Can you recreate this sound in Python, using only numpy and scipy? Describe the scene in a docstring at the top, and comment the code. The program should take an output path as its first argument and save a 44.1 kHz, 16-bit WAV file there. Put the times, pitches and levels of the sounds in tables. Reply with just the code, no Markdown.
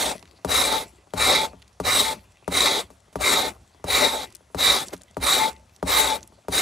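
"""A hand scraper is pulled down a frozen hide stretched on a pole frame, stroke after stroke.
The first pull is already under way; each later one opens with a knock, as the landing blade sends bending
waves through the hide. Then stick-slip friction rasps: thousands of tiny catches ring the blade and the
stiff hide, and the tones come forward as the pull slows. After the lift, sleeves rustle, frost and
shavings tick and the tool bumps the hide. Behind it all the winter wood is nearly still."""
import sys
import numpy as np
from scipy import signal
from scipy.fft import rfft, irfft, next_fast_len
from scipy.io import wavfile

SR = 44100
rng = np.random.default_rng(int(sys.argv[2]) if len(sys.argv) > 2 else 0)


def dump_mix(stems):
    """Bounce the given channels to the path in sys.argv[1] as a 16-bit WAV at rate SR."""
    frames = np.atleast_2d(stems).T  # one column per channel
    limited = np.clip(frames, -1, 1)  # hard clip at full scale
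    pcm = np.round(limited * 32767).astype(np.int16)
    wavfile.write(sys.argv[1], SR, pcm)


N = 291501
TIME = np.arange(N) / SR
FFT_SIZE = 2 * next_fast_len(N // 2 + 1, real=True)
HZ = np.maximum(np.fft.rfftfreq(FFT_SIZE, 1 / SR), 10)

# The pulls. Each row: start and length in seconds, crest level in dB, level at the lift in dB re the
# crest, offsets in dB for ring, hum, body and bark, then levels in dB of the rustle and the boom.
STROKES = [(-.2, 0.32, -21, -13, -5, -6, -0.5, -10.5, -47, -35),
           (0.469, 0.36, -23.5, -16, -1, 1, 0, -2, -50.5, -34.5),
           (1.154, 0.3, -25.5, -11, 2, 6.5, 1.5, 2.5, -50, -33.5),
           (1.829, .3, -24, -13, -0.5, 1.5, -2.5, 1, -49.5, -36),
           (2.498, 0.31, -26, -9.5, 2.5, -1.5, 0.5, 2, -52, -36),
           (3.188, 0.3, -25, -13.5, 1.5, 3.5, 3, 1.5, -49.5, -34.5),
           (3.857, 0.39, -25.5, -19, 0, 2.5, 0, 2, -53.5, -36.5),
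           (4.564, 0.27, -23.5, -15, 1, -1.5, -2.5, 0.5, -46, -38),
           (5.202, .29, -24, -13.5, -0.5, 6.5, -0.5, 1, -51.5, -37),
           (5.851, 0.31, -24, -12.5, -2, 5, -1.5, 0, -51, -35.5),
           (6.501, 0.29, -23, -18, -1, -7, -2, -5.5, -50, -39.5)]
def scraping():
    """Forced vibration: one friction force drives the resonances of blade and hide together."""
    strokes = np.array(STROKES)
    current = strokes[np.searchsorted(strokes[:, 0] - 0.012, TIME, "right") - 1]   # from 12 ms ahead
    pull_db, progress = pull()
    ring_db, hum_db, body_db, bark_db = current[:, 4:8].T + slowing(progress) + digging()
    edge = catches(14000, spread_db=2, judder_db=1, judder_hz=40)
    hiss = rasp(edge)
    ring = blade_ring(edge, progress) * from_db(ring_db)
    body = hide_body(edge)
    bark = blade_bark(edge) * from_db(bark_db - 2.5)
    friction = from_db(pull_db) * (hiss + ring + body * from_db(body_db) + bark)
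    hum = blade_hum(pull_db + hum_db - 7)
    boom = hide_boom(edge, age_s=TIME - current[:, 0]) * from_db(current[:, 9])
    return friction + hum + boom + scuff(edge, hiss, body)

# The attack of a pull. Each row: time from its start in seconds, level in dB re the crest.
BITE = [(0.0, -34), (.025, -9), (.06, -2.5), (.095, -0.5), (.15, -1)]
RELEASE_S, RELEASE_DB = 0.034, -23.5   # the edge leaves the hide
def pull():
    """Friction lasts as long as contact: the envelope in dB, and progress from 0 to 1 at the lift."""
    level, progress = [], []
    for start, length, crest_db, lift_db, *_ in STROKES:
        end, end_db = start + length, crest_db + lift_db
        free = end + RELEASE_S
        level += [(start - 0.015, -110)] + [(start + t, crest_db + db) for t, db in BITE]
        level += [(end, end_db), (free, end_db + RELEASE_DB), (free + 0.015, -110)]
        progress += [(start, 0), (end, 1), (free, 1.1), (free + 0.1, 1.1)]
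    return in_time(level)[0], in_time(progress)[0]

# Timbre along a pull. Each row: progress, then offsets in dB for ring, hum, body and bark.
TONE_BALANCE = [(0.0, -10, -8, 11.5, -6), (0.099, -2, -6, 0.5, -1), (.3, 1.5, -16, -5, -1),
                (.6, 4, -2.5, 0.5, -1), (.85, 5, 6, 1.5, -1.5), (1.0, 0.5, 2.5, 4, -4.5),
                (1.1, -23, 0.5, 6.5, 3)]
def slowing(progress):
    """Sliding speed shapes the spectrum: the tones come forward as the pull slows."""
    stages, *offsets_db = np.transpose(TONE_BALANCE)
    return np.array([np.interp(progress, stages, db) for db in offsets_db])

# Digs. Each row: centre and half width in seconds, then offsets in dB for ring, hum, body and bark.
DIGS = [(.575, 0.03, 1, 4, -1.5, 3), (.745, 0.048, 2, 7, 3, 4), (1.19, .03, -1.5, 8.5, -0.5, 2.5),
        (1.34, 0.052, 4.5, -3.5, 2, 4.5), (1.44, 0.059, 0, 3.5, -1, 2.5), (2.0, 0.053, 2.5, -3, 0.5, -4),
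        (2.11, .04, -0.5, 9, 0, 5), (2.675, 0.025, 4.5, 11, 2, 5.5), (3.28, 0.067, 0, -1.5, -1, 3),
        (3.36, .04, 0.5, 2, -1.5, -1.5), (4.035, 0.056, 3.5, 12, 7, 4), (4.155, 0.028, -1.5, 8.5, 4.5, -4),
        (4.235, 0.023, 6, 1, 4, 3), (4.69, 0.028, 5.5, -4.5, 0.5, 0), (5.33, 0.053, 3, -12, -2.5, 2),
        (5.44, 0.035, 2, 9, 2.5, 2.5), (6.0, .04, 3.5, 8, -2, 0.5), (6.13, 0.083, 1, -0.5, 1, 1)]
def digging():
    """Contact sets the excitation: as the edge digs in, the balance shifts along a Gaussian bell."""
    offsets_db = np.zeros((4, N))
    for centre, half, *db in DIGS:
        near = slice(round((centre - 3 * half) * SR), round((centre + 3 * half) * SR))
        offsets_db[:, near] += np.outer(db, np.exp(-((TIME[near] - centre) / half) ** 2))
    return offsets_db

def catches(per_s, spread_db, judder_db, judder_hz):
    """Stick-slip friction: fibres catch and let go as random clicks of uneven, juddering strength."""
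    sizes = from_db(spread_db * np.minimum(rng.exponential(1, N), 4)) * rng.choice([-1, 1], N)
    slips = rng.random(N) < per_s / SR
    return unit_rms(sizes * slips * from_db(judder_db * drift(judder_hz)))

# The rasp. Each row: frequency in Hz, relative spectral level in dB.
RASP_SPECTRUM = [(1000, -1.5), (2850, -6), (4500, -6.5), (6000, -8), (7300, -3.5), (9000, -3.5),
                 (11000, -8), (13500, -1), (15500, 0)]
def rasp(edge):
    """Modal overlap: many fluctuating resonances merge into broadband noise."""
    bands = shifting(edge, log_bands(900, 15000, count=60), depth_db=3.8, rate_hz=9.4)
    return unit_rms(coloured(bands, RASP_SPECTRUM)) * from_db(3.5)

# High blade modes. Each row: frequency and bandwidth in Hz, relative gain in dB.
RING_MODES = [(3435, 160, -6), (3600, 110, -17), (3767, 97, 5.5), (3740, 110, 3), (3843, 62, 10.5),
              (3900, 55, -8), (3950, 79, -18.5)]
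def blade_ring(edge, progress):
    """Resonance: the blade rings brightly, its lower modes taking over along the pull."""
    force = edge * from_db(1.2 * drift(70))
    lean = -0.2059 * (progress - 0.5)
    return shifting(force, RING_MODES, depth_db=1.8, rate_hz=18, lean_db_per_hz=lean)

# Middle blade modes. Each row: frequency and bandwidth in Hz, relative gain in dB.
BARK_MODES = [(1080, 190, 3), (1260, 110, 0), (1500, 54, -8.5), (1800, 28, 4.5), (1993, 70, 3),
              (2111, 90, 7.5), (2315, 31, 6.5)]
def blade_bark(edge):
    """Resonance: the catches excite the middle modes of the blade into a rough bark."""
    return shifting(edge, BARK_MODES, depth_db=2.8, rate_hz=14)

def blade_hum(level_db, hz=880):
    """Periodic stick-slip: the edge slips in step with the low blade note, which rings on faintly."""
    cycles = np.cumsum(hz * (1 + 0.02 * drift(45))) / SR
    note = np.sqrt(2) * np.sin(2 * np.pi * cycles) * from_db(level_db + 2.5 * drift(40))
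    return note + from_db(-20) * resonate(note, [(hz, 5, 0)])

# Modes of the rubbed hide. Each row: frequency and bandwidth in Hz, relative gain in dB.
BODY_MODES = [(163, 8.3, -7.5), (285, 58, -2.5), (414.3, 42, 0), (503, 100, -2), (586.6, 75, 0.5),
              (751, 73, 2.5)]
def hide_body(edge):
    """Hide resonances: each mode swells and fades on its own as the edge travels."""
    return shifting(edge, BODY_MODES, depth_db=2.5, rate_hz=21.7)

# Lowest hide modes. Each row: frequency and bandwidth in Hz, relative gain in dB.
BOOM_MODES = [(64.3, 14, 2.5), (107, 6.8, -2.5)]
def hide_boom(edge, age_s, decay_db_per_s=51):
    """Damped membrane vibration: the whole hide booms on its frame, fading through each stroke."""
    return unit_rms(resonate(edge, BOOM_MODES)) * from_db(-decay_db_per_s * age_s)

# A hollow hide resonance. Its row: frequency and bandwidth in Hz, gain in dB.
SCUFF_MODE = [(330, 130, 22.5)]
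def scuff(edge, hiss, body, at_s=4.937):
    """Grazing contact: the lifted blade brushes the hide once, and the hide answers hollowly."""
    level_db = -35.5 - 30 * np.abs(TIME - at_s) / 0.022   # 30 dB down 22 ms to either side
    return from_db(level_db) * (hiss + from_db(5.5) * body + resonate(edge, SCUFF_MODE))

# Modes of the struck hide. Each row: frequency in Hz, relative level in dB, 60 dB decay time in seconds.
STRUCK_MODES = [(62.6, -5.5, 0.13), (109.4, -8, 0.22), (180, -4, 0.22), (272.3, -6, 0.23), (413, 5, .05),
                (620, 4.5, 0.041), (817, -5.5, 0.051), (952, -5.5, 0.079), (1160, 3, 0.033),
                (1420, -7.5, 0.027), (1980, -18, 0.024)]
def blow(reach, mode_jitter, length=16384):
    """Dispersion of bending waves: treble arrives first, the frame reflects, the modes ring on."""
    t, hz = np.arange(length) / SR, np.fft.rfftfreq(length, 1 / SR)
    push = (hz / 700) / (1 + (hz / 800) ** 4.2)   # a padded contact holds little treble
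    travel = -4j * np.pi * reach * 0.0846 * np.sqrt(hz)   # delay falls as 1 / sqrt(hz)
    reflection = from_db(-6.5) * np.exp(1.69 * travel - 2j * np.pi * hz * 0.0032) / (1 + (hz / 600) ** 2)
    sweep = irfft(push * np.exp(travel) * (1 + reflection), length)
    modes = sum(from_db(db + 1.9 * jitter) * np.sin(2 * np.pi * f * t) * from_db(-60 * t / t60)
                for (f, db, t60), jitter in zip(STRUCK_MODES, mode_jitter))
    swell = 1 - np.exp(-(t / 0.0061) ** 2)
    sound = sweep / np.max(np.abs(sweep)) + from_db(-7) * swell * modes
    return sound * (1 - t / t[-1]) / np.max(np.abs(sound))

def knocks(events, grit_t60):
    """Impact excitation: each contact is a blow on the hide with a short gritty crack on top."""
    out, t = np.zeros(N + SR), np.arange(4096) / SR
    jitters = rng.standard_normal((len(events), len(STRUCK_MODES)))
    noise = rng.standard_normal((len(events), len(t)))
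    grits = signal.sosfilt(signal.butter(1, 1500, "high", fs=SR, output="sos"), noise)
    decay = from_db(-60 * t / 0.0032) + from_db(-4.5 - 60 * t / grit_t60)
    for (start, db, crack_db, reach), jitter, grit in zip(events, jitters, grits):
        i, sound = round(start * SR), blow(reach, jitter)
        sound[80:80 + len(t)] += from_db(crack_db) * grit * decay
        out[i:i + len(sound)] += from_db(db) * sound
    return out[:N]

# The blade lands. Each row: start in seconds, level in dB, crack in dB re that level.
LANDINGS = [(0.446, -16, -12), (1.135, -19.5, -12), (1.799, -17, -14), (2.477, -16.5, -15),
            (3.155, -17.5, -15.5), (3.84, -22, -11.5), (4.545, -19, -14), (5.167, -18, -17.5),
            (5.826, -15, -20.5), (6.482, -18.5, -14.5)]
# Tool or glove bumps the hide. Each row: as for a landing, then the bending wave's relative path length.
BUMPS = [(0.225, -41.5, -25, 0.86), (0.388, -46.5, -27, 0.82), (1.07, -47, -25, 0.89),
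         (1.532, -34.5, -27, 0.76), (2.424, -45, -28, 0.9), (2.902, -38.5, -9, 0.73),
         (3.079, -50, -16, 0.92), (3.126, -46.5, -1, 0.75), (3.745, -46.5, -12.5, 0.89),
         (3.797, -46.5, -19, 0.87), (4.405, -47.5, -23, 1.0), (4.499, -48.5, -30, 1.0),
         (4.931, -27.5, -13, 0.97), (5.109, -53.5, -25, 0.93), (5.786, -51, -27, 0.96),
         (6.321, -45, -21.5, 0.82), (6.448, -47, -27, 0.81)]
def impacts():
    """Impulse responses of the hide: firm landings of the blade and lighter bumps between strokes."""
    landings = [(*row, 0.97) for row in LANDINGS]   # all share one path length
    return knocks(landings, grit_t60=0.08) + knocks(BUMPS, grit_t60=0.14)

# Frost and shavings snap off. Each row: start in seconds, peak level in dB, centre frequency in Hz.
TICKS = [(0.194, -40, 3700), (0.2267, -36, 2170), (0.255, -40, 2160), (0.2763, -47, 2160),
         (1.62, -39, 3080), (1.624, -38, 2410), (1.6787, -42.5, 5190), (2.1927, -42, 2140),
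         (3.13, -45, 2060), (4.3034, -44, 5950), (4.3246, -39, 5940), (4.35, -26, 9200),
         (4.3542, -31.5, 5810), (4.3664, -40, 7920), (4.8836, -24, 5860), (4.9076, -42, 2910),
         (4.9654, -40, 4590), (4.9776, -40, 8860), (5.0124, -40, 2410), (5.018, -34.5, 7260),
         (5.0344, -39, 7650), (5.1106, -44, 6800), (5.1452, -44, 3250), (5.53, -34, 6030),
         (5.5644, -43.5, 3480), (5.7625, -38, 5860), (6.2295, -27.5, 5530), (6.2751, -37, 10400)]
def ticks(t60=0.015):
    """Brittle fracture: each snap is a decaying burst of noise about its own pitch."""
    out, t = np.zeros(N + SR), np.arange(2048) / SR
    for start, db, hz in TICKS:
        burst = rng.standard_normal(len(t)) * from_db(-60 * t / t60)
        snap = resonate(burst, [(hz, 0.65 * hz, 0)])
        i = round(start * SR)
        out[i:i + len(t)] += from_db(db) * snap / np.max(np.abs(snap))
    return out[:N]

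# The two bands of the rustle. Each row: frequency in Hz, relative spectral level in dB.
DULL_SPECTRUM = [(150, -2), (600, -11.5), (1500, -22)]
BRIGHT_SPECTRUM = [(2000, 8.5), (6000, -0.5), (13000, -0.5)]
# The tool is lifted back. Each row: time after release in seconds, dull and bright offsets in dB.
RUSTLE_FADE = [(0.0, 2.5, -1), (.06, -10, -12), (.19, -16.5, -18.5)]
def rustle():
    """Granular noise: tiny slips of sleeves and shavings add up, with a sparse crackle of frost."""
    levels = []
    for start, length, *_, rustle_db, _ in STROKES:
        free = start + length + RELEASE_S
        levels += [(start - 0.045, -71.5, -68)]   # at rest just before the landing
        levels += [(free + t, rustle_db + dull, rustle_db + bright) for t, dull, bright in RUSTLE_FADE]
    dull_db, bright_db = in_time(levels)
    grains = catches(5000, spread_db=2, judder_db=0.5, judder_hz=50)
    crackle = grains + from_db(-5) * catches(60, spread_db=4, judder_db=2.5, judder_hz=5)
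    dull = coloured(shifting(grains, log_bands(120, 1800, count=6), 6.5, 30), DULL_SPECTRUM)
    bright = coloured(shifting(crackle, log_bands(2000, 13000, count=8), 5.5, 9.2), BRIGHT_SPECTRUM)
    return from_db(dull_db) * unit_rms(dull) + from_db(bright_db) * unit_rms(bright)

# The air of the wood. Each row: frequency in Hz, relative spectral level in dB.
AIR_SPECTRUM = [(18, -31), (30, -11.5), (76, 3), (280, -18.5), (713, -10.5), (1600, -18), (2120, -22.5),
                (6660, -23.5), (11800, -29.5), (14900, -61.5)]
def still_air(level_db=-61):
    """Stationary noise: a faint, steady background, strongest in the bass."""
    return from_db(level_db) * unit_rms(coloured(rng.standard_normal(N), AIR_SPECTRUM))

# Stereo balance. Each row: frequency in Hz, left over right in dB.
LEFT_EXCESS = [(110, 0), (200, 1), (370, 5.5), (690, 7.5), (1260, 1), (2320, 0), (4270, 0)]
# Stereo phase. 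Each row: frequency in Hz, left minus right in radians.
LEFT_PHASE = [(150, 0), (430, -.3), (950, -1.1), (1550, -.35), (2500, -.6), (3620, -.1), (6720, -.1),
              (9130, -.9), (11700, -1.8), (13000, -2.4), (13600, -3.1)]
# A fluctuating share, opposite in sign left and right. Each row: frequency in Hz, gain in dB.
SIDE_SHARE = [(60, -33), (150, -30), (400, -16), (800, -11), (2000, -13), (5000, -19), (9000, -4),
              (14000, -8)]
def stereo(x):
    """Stereo level and phase by frequency; the highest treble is opposite in phase and sounds wide."""
    tilt = from_db(at_hz(LEFT_EXCESS) / 2) * np.exp(0.5j * at_hz(LEFT_PHASE))
    steady = rfft(x, FFT_SIZE) * np.array([tilt, 1 / tilt])
    side = from_db(at_hz(SIDE_SHARE)) * rfft(x * drift(60), FFT_SIZE)
    return irfft(steady + side * [[1], [-1]])[:, :N]

def resonate(x, modes):
    """Superposition: two-pole resonators in parallel, alternating in sign."""
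    out = 0
    for k, (hz, width, db) in enumerate(modes):
        r = np.exp(-np.pi * width / SR)
        b = (1 - r * r) / 2 * np.array([1, 0, -1])
        a = [1, -2 * r * np.cos(2 * np.pi * hz / SR), r * r]
        out = out + (-1) ** k * from_db(db) * signal.lfilter(b, a, x)
    return out

def shifting(x, modes, depth_db, rate_hz, lean_db_per_hz=0):
    """Amplitude modulation: each mode's drive wanders on its own; a lean favours low or high modes."""
    middle_hz, out = np.median([mode[0] for mode in modes]), 0
    for mode in modes:
        lean_db = lean_db_per_hz * np.clip(mode[0] - middle_hz, -150, 150)
        out = out + resonate(x * from_db(depth_db * drift(rate_hz) + lean_db), [mode])
    return unit_rms(out)

def log_bands(low, high, count):
    """Constant-Q resonances, spaced evenly in pitch."""
    return [(hz, 0.67 * hz * np.log(high / low) / count, 0) for hz in np.geomspace(low, high, count)]

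def drift(rate_hz):
    """Low-passed noise: a slow random wander with an rms near 1."""
    r = np.exp(-32 * np.pi * rate_hz / SR)   # one step every 16 samples
    slow = signal.lfilter([1], [1, -2 * r, r * r], rng.standard_normal(N // 16 + 2002))[2000:]
    return np.interp(np.arange(N) / 16, np.arange(len(slow)), unit_rms(slow))

def coloured(x, spectrum):
    """Spectral shaping, with a gain of -60 dB from an octave beyond the table's ends."""
    closed = [(spectrum[0][0] / 2, -60), *spectrum, (spectrum[-1][0] * 2, -60)]
    return irfft(rfft(x, FFT_SIZE) * from_db(at_hz(closed)))[:N]

def at_hz(rows):
    """A table interpolated over log frequency."""
    hz, values = np.transpose(rows)
    return np.interp(np.log(HZ), np.log(np.maximum(hz, 10)), values)

def in_time(rows):
    """Table columns interpolated at every sample."""
    seconds, *columns = np.transpose(rows)
    return [np.interp(TIME, seconds, column) for column in columns]

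def from_db(db):
    """Amplitude ratio of a level in dB."""
    return np.exp(np.asarray(db) * (np.log(10) / 20))

def unit_rms(x):
    """Normalisation to rms 1."""
    return x / np.sqrt(np.mean(x ** 2) + 1e-20)

def scene():
    """Superposition: tool, hide and still air add up and are spread in stereo."""
    return stereo(scraping() + rustle() + impacts() + ticks() + still_air())

def record(dry):
    """Band limiting: the microphone drops the deepest bass, and the top is cut."""
    bass_cut = signal.butter(3, 45, "high", fs=SR, output="sos")
    treble_cut = signal.cheby2(12, 70, 15700, fs=SR, output="sos")
    return signal.sosfilt(treble_cut, signal.sosfilt(bass_cut, dry))

dry = scene()
out = record(dry)
dump_mix(out)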